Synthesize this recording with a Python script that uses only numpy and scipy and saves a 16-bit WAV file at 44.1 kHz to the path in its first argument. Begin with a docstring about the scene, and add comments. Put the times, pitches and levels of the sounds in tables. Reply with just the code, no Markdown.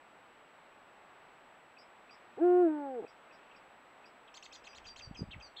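"""An even hush of distant air (slowly wavering noise) and a thin polarity-flipping whine run throughout.
Small birds call first: thin whistles, two swept tones each. Then an eagle owl gives one deep hoot on a
rocky hillside, harmonics gliding through throat resonances; it swells, holds, sinks and ends in a croak.
More whistles and chirps follow, then a twitter of arched, zigzagging notes. Near the end dull bumps
(short low pulses) sound amid a lumpy noise rumble, between the last whistles and chirps."""
import sys
import numpy as np
from scipy import signal
from scipy.fft import rfft, irfft, next_fast_len
from scipy.io import wavfile
from scipy.ndimage import uniform_filter1d, map_coordinates

SR = 44100
rng = np.random.default_rng(int(sys.argv[2]) if len(sys.argv) > 2 else 0)


def waveform_to_disk(signal):
    """Save audio, clipped to [-1, 1], as 16-bit WAV at the path in sys.argv[1]."""
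    frames = np.transpose(np.atleast_2d(signal))
    scaled = np.clip(frames, -1, 1) * 32767
    samples = np.round(scaled).astype(np.int16)
    wavfile.write(sys.argv[1], SR, samples)


N = 246959

# spectral shape of distant air: (frequency [Hz], relative density [dB])
AIR_SHAPE = [(12, -57.5), (20, -14), (70, -17.5), (256, -6.5), (450, -5), (561, -3), (603, -2), (893, -0.5),
             (1030, -3.5), (1170, -2.5), (2630, -11), (4180, -23), (4850, -29.5), (7000, -36.5),
             (9100, -68.5), (15400, -120)]
# spectral shape of the rumble: (frequency [Hz], relative density [dB])
RUMBLE_SHAPE = [(20, -0.5), (60, 10.5), (150, -5.5), (260, -7.5), (420, -18), (1000, -56)]
# dull bumps: (peak time [s], peak level [dB], pitch [Hz])
BUMPS = [(5.078, -43, 97), (5.113, -36, 170.6), (5.194, -39.5, 260), (5.210, -35, 282), (5.221, -27, 151),
         (5.229, -35, 370), (5.239, -36.5, 155), (5.288, -45.5, 167), (5.367, -42.5, 123)]
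# twitter notes: (start [s], source level [dB], pitch ratio [1])
TWITTER_NOTES = [(4.340, -52, 1.03), (4.424, -52, 1.02), (4.523, -52, 1.0), (4.639, -56.5, .97),
                 (4.745, -54.5, .98), (4.854, -55.5, .97), (4.959, -53.5, 1.0)]
# two-voiced whistles: (leap time [s], length [s], source level [dB], starting pitch [Hz], glide [Hz])
WHISTLES = [(1.78, 0.069, -65, 4580, 469), (2.104, 0.066, -66, 4620, 330), (3.074, 0.052, -72, 4630, 400),
            (3.32, .06, -76.5, 4590, 322), (3.556, 0.037, -72, 4540, 420), (4.052, 0.047, -66.5, 4660, 458),
            (4.525, 0.075, -70, 4850, -20), (4.68, 0.072, -67.5, 4880, -90),
            (4.863, 0.073, -56.5, 4765, -100), (5.017, 0.069, -55.5, 4770, -340),
            (5.167, 0.059, -53.5, 5055, -510), (5.42, 0.073, -58, 4830, -690)]
# lower, slurred chirps placed one by one:
# (start [s], length [s], source level [dB], pitch after the lift [Hz], last pitch [Hz])
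SINGLE_CHIRPS = [(3.506, .024, -64, 2710, 2940), (4.272, .023, -62.5, 3410, 2220),
                 (4.666, 0.0118, -53.5, 2980, 2240), (4.726, 0.017, -61, 2660, 2400),
                 (5.302, .048, -52.5, 3460, 1834), (5.559, 0.04, -51, 3670, 3230)]
# pitch of the hoot: (time [s], pitch [Hz])
HOOT_PITCH = [(2.375, 173.4), (2.385, 227), (2.391, 261.7), (2.405, 304), (2.423, 334), (2.451, 355.4),
              (2.609, 360.1), (2.641, 347), (2.689, 312.6), (2.849, 280.9), (2.941, 254.7), (2.997, 223.5),
              (3.015, 178.3), (3.04, 152.7)]
# throat resonances, shared by all harmonics: (frequency [Hz], level [dB])
THROAT = [(220, -39), (265, -35), (285, -34), (305, -29.5), (328, -23.5), (360, -24.0), (450, -18.5),
          (560, -34.5), (612, -47.5), (640, -34.5), (715, -36.0), (760, -32.5), (835, -31.5), (950, -52.0),
          (1020, -69), (1075, -52), (1290, -61.5), (1400, -52), (1640, -56.5), (1790, -63.5), (2150, -74.5),
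          (2900, -76.5)]
# spectral shape of the rough voice's rasp: (frequency [Hz], relative density [dB])
RASP_SHAPE = [(120, -23), (300, -3.5), (430, 5), (600, -7), (800, -0.5), (1100, -24), (2000, -33),
              (5000, -120)]

BAND_LIMIT_HZ = 15740

# rumble: holds between these times
RUMBLE_DB, RUMBLE_FROM_S, RUMBLE_TO_S = -58.5, 5.124, 5.374
RUMBLE_RISE_DB_PER_S, RUMBLE_FALL_DB_PER_S = 41, 152

# twitter note: an arch of pitch, with a zigzag on the way down
NOTE_S, NOTE_FOOT_HZ, NOTE_TOP_HZ = 0.043, 1880, 4630  # pitches at ratio 1, before the zigzag
VOICE_GAP_HZ = 2740  # second side of the syrinx over the first, at ratio 1
ZIGZAG_HZ, ZIGZAG_DEPTH_HZ, ZIGZAG_START_S = 135.1, 490, 0.01715
TOP_FADE_DB, NOTE_SWELL_DB = 9.5, 2  # thins toward the top of the arch; grows start to end

# whistle
BLIP_END_HZ, BLIP_FALL_HZ_PER_S = 2366, 28000
SCOOP_S = 0.016  # time constant of a rising glide
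HIGH_VOICE_GAP_HZ, GAP_PER_FALL = 1073, 0.3  # gap widens by this share of the fall
BLIP_BASE_DB, HIGH_VOICE_BASE_DB = -39.5, -53.5
LEVEL_FOLLOW = 0.28  # share of the whistle's dB added to both base levels
LEAD_S, LEAD_DB, LEAD_LIFTED_HZ, LEAD_LAST_HZ = 0.024, -5, 3400, 2607  # chirp leading into a falling whistle

# hoot
HOOT_START_S, HOOT_END_S = 2.369, 3.056
SWELL_S, SWELL_DB = 0.074, 33.5  # breath build-up
EBB_FROM_S, EBB_DB_PER_S = 2.636, 49.5
CROAK_FROM_S, CROAK_BREAK_S, CROAK_DROP_DB = 2.998, 0.018, 6.5  # voice breaks into a weaker croak
ONSET_ROUGH, CROAK_ROUGH, HELD_ROUGH = 0.2, 0.26, 0.006  # the first two add to the held roughness


def amp(db):
    """Decibels to gain."""
    return 10 ** (np.asarray(db) / 20)


def unit(x):
    """Scale to rms 1."""
    return x / np.sqrt(np.mean(x ** 2) + 1e-20)


def along(points, hz):
    """Interpolate (frequency [Hz], value) points on a log frequency axis."""
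    f, v = np.transpose(points)
    return np.interp(np.log(hz + 1), np.log(f), v)


def curves(rows, t):
    """Interpolate each column after the time at times t."""
    s, *cols = np.transpose(rows)
    return [np.interp(t, s, c) for c in cols]


def wobble(rate_hz, t):
    """Smooth random curve with rate_hz knots a second."""
    knots = rng.standard_normal(int(len(t) * rate_hz / SR) + 4)
    return map_coordinates(knots, [np.arange(len(t)) * rate_hz / SR])


def filtered(x, response):
    """Multiply the spectrum of x by a response of frequency."""
    m = next_fast_len(N + SR // 2)
    return irfft(rfft(x, m) * response(np.fft.rfftfreq(m, 1 / SR)), m)[:N]


def noise(shape):
    """Spectrally shaped noise of rms 1."""
    return unit(filtered(rng.standard_normal(N), lambda hz: amp(along(shape, hz))))


def tone(hz):
    """Sinusoid of rms 1 following a pitch curve."""
    return np.sqrt(2) * np.cos(2 * np.pi * np.cumsum(hz) / SR)


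def fade(t, start, end, rise, fall):
    """Gate with sine-squared edges."""
    ramp = np.clip(np.minimum((t - start) / rise, (end - t) / fall), 0, 1)
    return np.sin(np.pi / 2 * ramp) ** 2


def add(track, start_s, sound):
    """Mix a sound in at start_s."""
    part = track[round(start_s * SR):][:len(sound)]
    part += sound[:len(part)]


def hillside(x, t60_s, wet_db):
    """Rocks and scrub scatter back a thin, decaying noise tail."""
    t = np.arange(SR) / SR
    tail = rng.standard_normal(SR) * amp(-60 * t / t60_s) * (1 - np.exp(-t / 0.0025))
    return x + amp(wet_db) * signal.fftconvolve(x, tail / np.linalg.norm(tail))[:N]


def air():
    """Hush of distant air, rolled off above 7.5 kHz and wavering slightly."""
    hush = unit(filtered(noise(AIR_SHAPE), lambda hz: 1 / (1 + (hz / 7500) ** 8)))
    return amp(-59.5 + 0.45 * wobble(3.17, np.arange(N) / SR)) * hush


def electronics(whine_db, hiss_db):
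    """Thin whine whose polarity flips about sixty times a second, over faint white hiss."""
    t = np.arange(N) / SR
    polarity = np.tanh(9 * np.sin(2 * np.pi * 29.7 * t))  # two flips a cycle
    whine = np.sin(2 * np.pi * 7797.5 * t) * polarity
    return amp(whine_db) * unit(whine) + amp(hiss_db) * rng.standard_normal(N)


def bumps():
    """Low pulses too short to ring, amid a lumpy rumble that swells, holds and dies."""
    t = np.arange(N) / SR
    rise_db = RUMBLE_RISE_DB_PER_S * np.maximum(RUMBLE_FROM_S - t, 0)
    fall_db = RUMBLE_FALL_DB_PER_S * np.maximum(t - RUMBLE_TO_S, 0)
    rumble_db = RUMBLE_DB - rise_db - fall_db
    out = amp(rumble_db + 1.8 * wobble(25, t)) * noise(RUMBLE_SHAPE)
    near = np.arange(-SR // 40, SR // 40) / SR
    for peak_s, db, hz in BUMPS:
        pulse = np.cos(2 * np.pi * hz * near) * np.exp(-(near * hz / 0.48) ** 2)
        add(out, peak_s + near[0], amp(db) * pulse)
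    return out


def syrinx(low_hz, high_hz, high_db, flutter, rasp):
    """Two unsteady voices; squaring their sum couples them, adding octaves, sum and difference tones."""
    low, high = [tone(hz * (1 + flutter * wobble(700, hz))) * (1 + rasp * wobble(600, hz))
                 for hz in (low_hz, high_hz)]
    both = low + amp(high_db) * high
    coupling = both ** 2 - uniform_filter1d(both ** 2, size=24)  # slow part removed
    return both + rasp * 0.5 * coupling


def twitters(scratch_db=-20, overtone_db=-18):
    """Quick run of scratchy arched notes, each breaking into a zigzag on the way down."""
    out, t = np.zeros(N), np.arange(int(NOTE_S * SR)) / SR
    arch = 1 - (2 * t / NOTE_S - 1) ** 2
    zigzag = np.sin(2 * np.pi * ZIGZAG_HZ * np.maximum(t - ZIGZAG_START_S, 0))
    span_hz = NOTE_TOP_HZ - NOTE_FOOT_HZ
    low_hz = NOTE_FOOT_HZ + span_hz * arch - ZIGZAG_DEPTH_HZ * zigzag
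    height = (low_hz - NOTE_FOOT_HZ) / span_hz
    shape_db = NOTE_SWELL_DB * (t / NOTE_S - 0.5) - TOP_FADE_DB * height ** 2
    for start_s, db, ratio in TWITTER_NOTES:
        note = syrinx(ratio * low_hz, ratio * (low_hz + VOICE_GAP_HZ), high_db=-6, flutter=0.015, rasp=0.3)
        scratch = amp(scratch_db) * np.diff(rng.standard_normal(len(t) + 1))
        edge = scratch + amp(overtone_db) * tone(2 * ratio * low_hz)
        note = note + height * edge  # harshest at the top
        gate = fade(t, 0, NOTE_S, rise=0.0036, fall=0.0034)
        add(out, start_s, amp(db + shape_db) * gate * note)
    return out


def chirp(length_s, lifted_hz, last_hz, high_ratio, high_db):
    """Hoarse chirp that lifts quickly and then slides to its last pitch, with a weaker voice above it."""
    u = np.arange(int(length_s * SR)) / (length_s * SR)
    hz = np.interp(u, [0, 0.3, 1], [0.62 * lifted_hz, lifted_hz, last_hz])
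    voices = syrinx(hz, high_ratio * hz, high_db, flutter=0.029, rasp=0.064)
    return fade(u, 0, 1, rise=0.31, fall=0.04) * voices


def chirps():
    """A few chirps are placed singly, some close to or over whistles; one leads into each falling whistle."""
    out = np.zeros(N)
    for start_s, length_s, db, lifted_hz, last_hz in SINGLE_CHIRPS:
        add(out, start_s, amp(db) * chirp(length_s, lifted_hz, last_hz, high_ratio=1.19, high_db=-7.0))
    for leap_s, _, db, _, glide_hz in WHISTLES:
        if glide_hz < 0:
            lead = chirp(LEAD_S, LEAD_LIFTED_HZ, LEAD_LAST_HZ, high_ratio=1.95, high_db=-11)
            add(out, leap_s - LEAD_S, amp(db + LEAD_DB) * lead)
    return out


def whistles(sag=0.08):
    """A sliding blip about an octave down, then a leap to a gliding tone whose high voice sags."""
    out = np.zeros(N)
    for leap_s, length_s, db, pitch_hz, glide_hz in WHISTLES:
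        t = np.arange(-SR // 80, int(length_s * SR)) / SR
        leap = 0.5 + 0.5 / (1 + np.exp(-t / 0.00056))
        if glide_hz > 0:  # rises come early, falls late
            glide = 1 - np.exp(-np.maximum(t, 0) / SCOOP_S)
        else:
            glide = np.maximum(t / length_s, 0) ** 1.67
        low_hz = (pitch_hz + glide_hz * glide) * leap
        high_start_hz = pitch_hz + HIGH_VOICE_GAP_HZ - GAP_PER_FALL * glide_hz
        high_hz = high_start_hz * (1 - sag * (t / length_s) ** 2) * leap
        high_db = HIGH_VOICE_BASE_DB + LEVEL_FOLLOW * db - db  # relative to the low voice
        voices = syrinx(low_hz, high_hz, high_db, flutter=0.013, rasp=0.11)
        held = amp(db) * voices * fade(t, -0.001, length_s, rise=0.0085, fall=0.029)
        blip = tone(BLIP_END_HZ - BLIP_FALL_HZ_PER_S * t) * fade(t, t[0], 0, rise=0.0063, fall=0.0009)
        add(out, leap_s + t[0], held + amp(BLIP_BASE_DB + LEVEL_FOLLOW * db) * blip)
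    return out


def small_birds(rock_db=-9, rock_s=0.0019, dull_db=-13):
    """Calls arrive directly and off the rocks, with dulled top treble; the whistles' tail lasts longest."""
    short_calls = hillside(twitters() + chirps(), t60_s=0.15, wet_db=-9)
    calls = short_calls + hillside(whistles(), t60_s=0.18, wet_db=-9.0)

    def path(hz):
        bounce = 1 + amp(rock_db) * np.exp(-2j * np.pi * hz * rock_s)
        return bounce * amp(np.interp(hz, [7600, 9400], [0, dull_db]))
    return filtered(calls, path)


def owl(rasp_db=-41, count=8):
    """Nearly pure hoot; as pitch sinks below the throat's resonance, the overtones take over."""
    t = np.arange(N) / SR
    pitch_hz, = curves(HOOT_PITCH, t)
    pitch_hz = uniform_filter1d(pitch_hz, size=400)
    starting = np.clip(1 - (t - HOOT_START_S) / SWELL_S, 0, 1) ** 2
    croaking = np.clip((t - CROAK_FROM_S) / CROAK_BREAK_S, 0, 1)
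    ebb_db = EBB_DB_PER_S * np.maximum(t - EBB_FROM_S, 0)
    breath_db = -SWELL_DB * starting - ebb_db - CROAK_DROP_DB * croaking
    rough = HELD_ROUGH + ONSET_ROUGH * starting + CROAK_ROUGH * croaking
    shaky_hz = pitch_hz * (1 + 0.0004 * wobble(30, t) + 0.11 * rough * wobble(170, t))
    voice = np.zeros(N)
    for k in range(1, count + 1):
        level = amp(breath_db + along(THROAT, k * pitch_hz))
        voice += level * tone(k * shaky_hz) * (1 + rough * wobble(130, t))
    pulsing = 1 + 0.5 * tone(shaky_hz)  # once a cycle
    rasp = amp(rasp_db) * rough * noise(RASP_SHAPE) * pulsing
    gate = fade(t, HOOT_START_S, HOOT_END_S, rise=0.0057, fall=0.0078)
    return hillside((voice + rasp) * gate, t60_s=0.89, wet_db=-32.5)


def scene():
    """Quiet hillside, whine and bumps, small birds, and the owl in front."""
    background = air() + electronics(whine_db=-80.5, hiss_db=-87) + bumps()
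    return (background + small_birds() + owl())[None]


def record(dry):
    """Remove everything at and above the band limit."""
    return filtered(dry[0], lambda hz: hz < BAND_LIMIT_HZ)[None]


dry = scene()
out = record(dry)
waveform_to_disk(out)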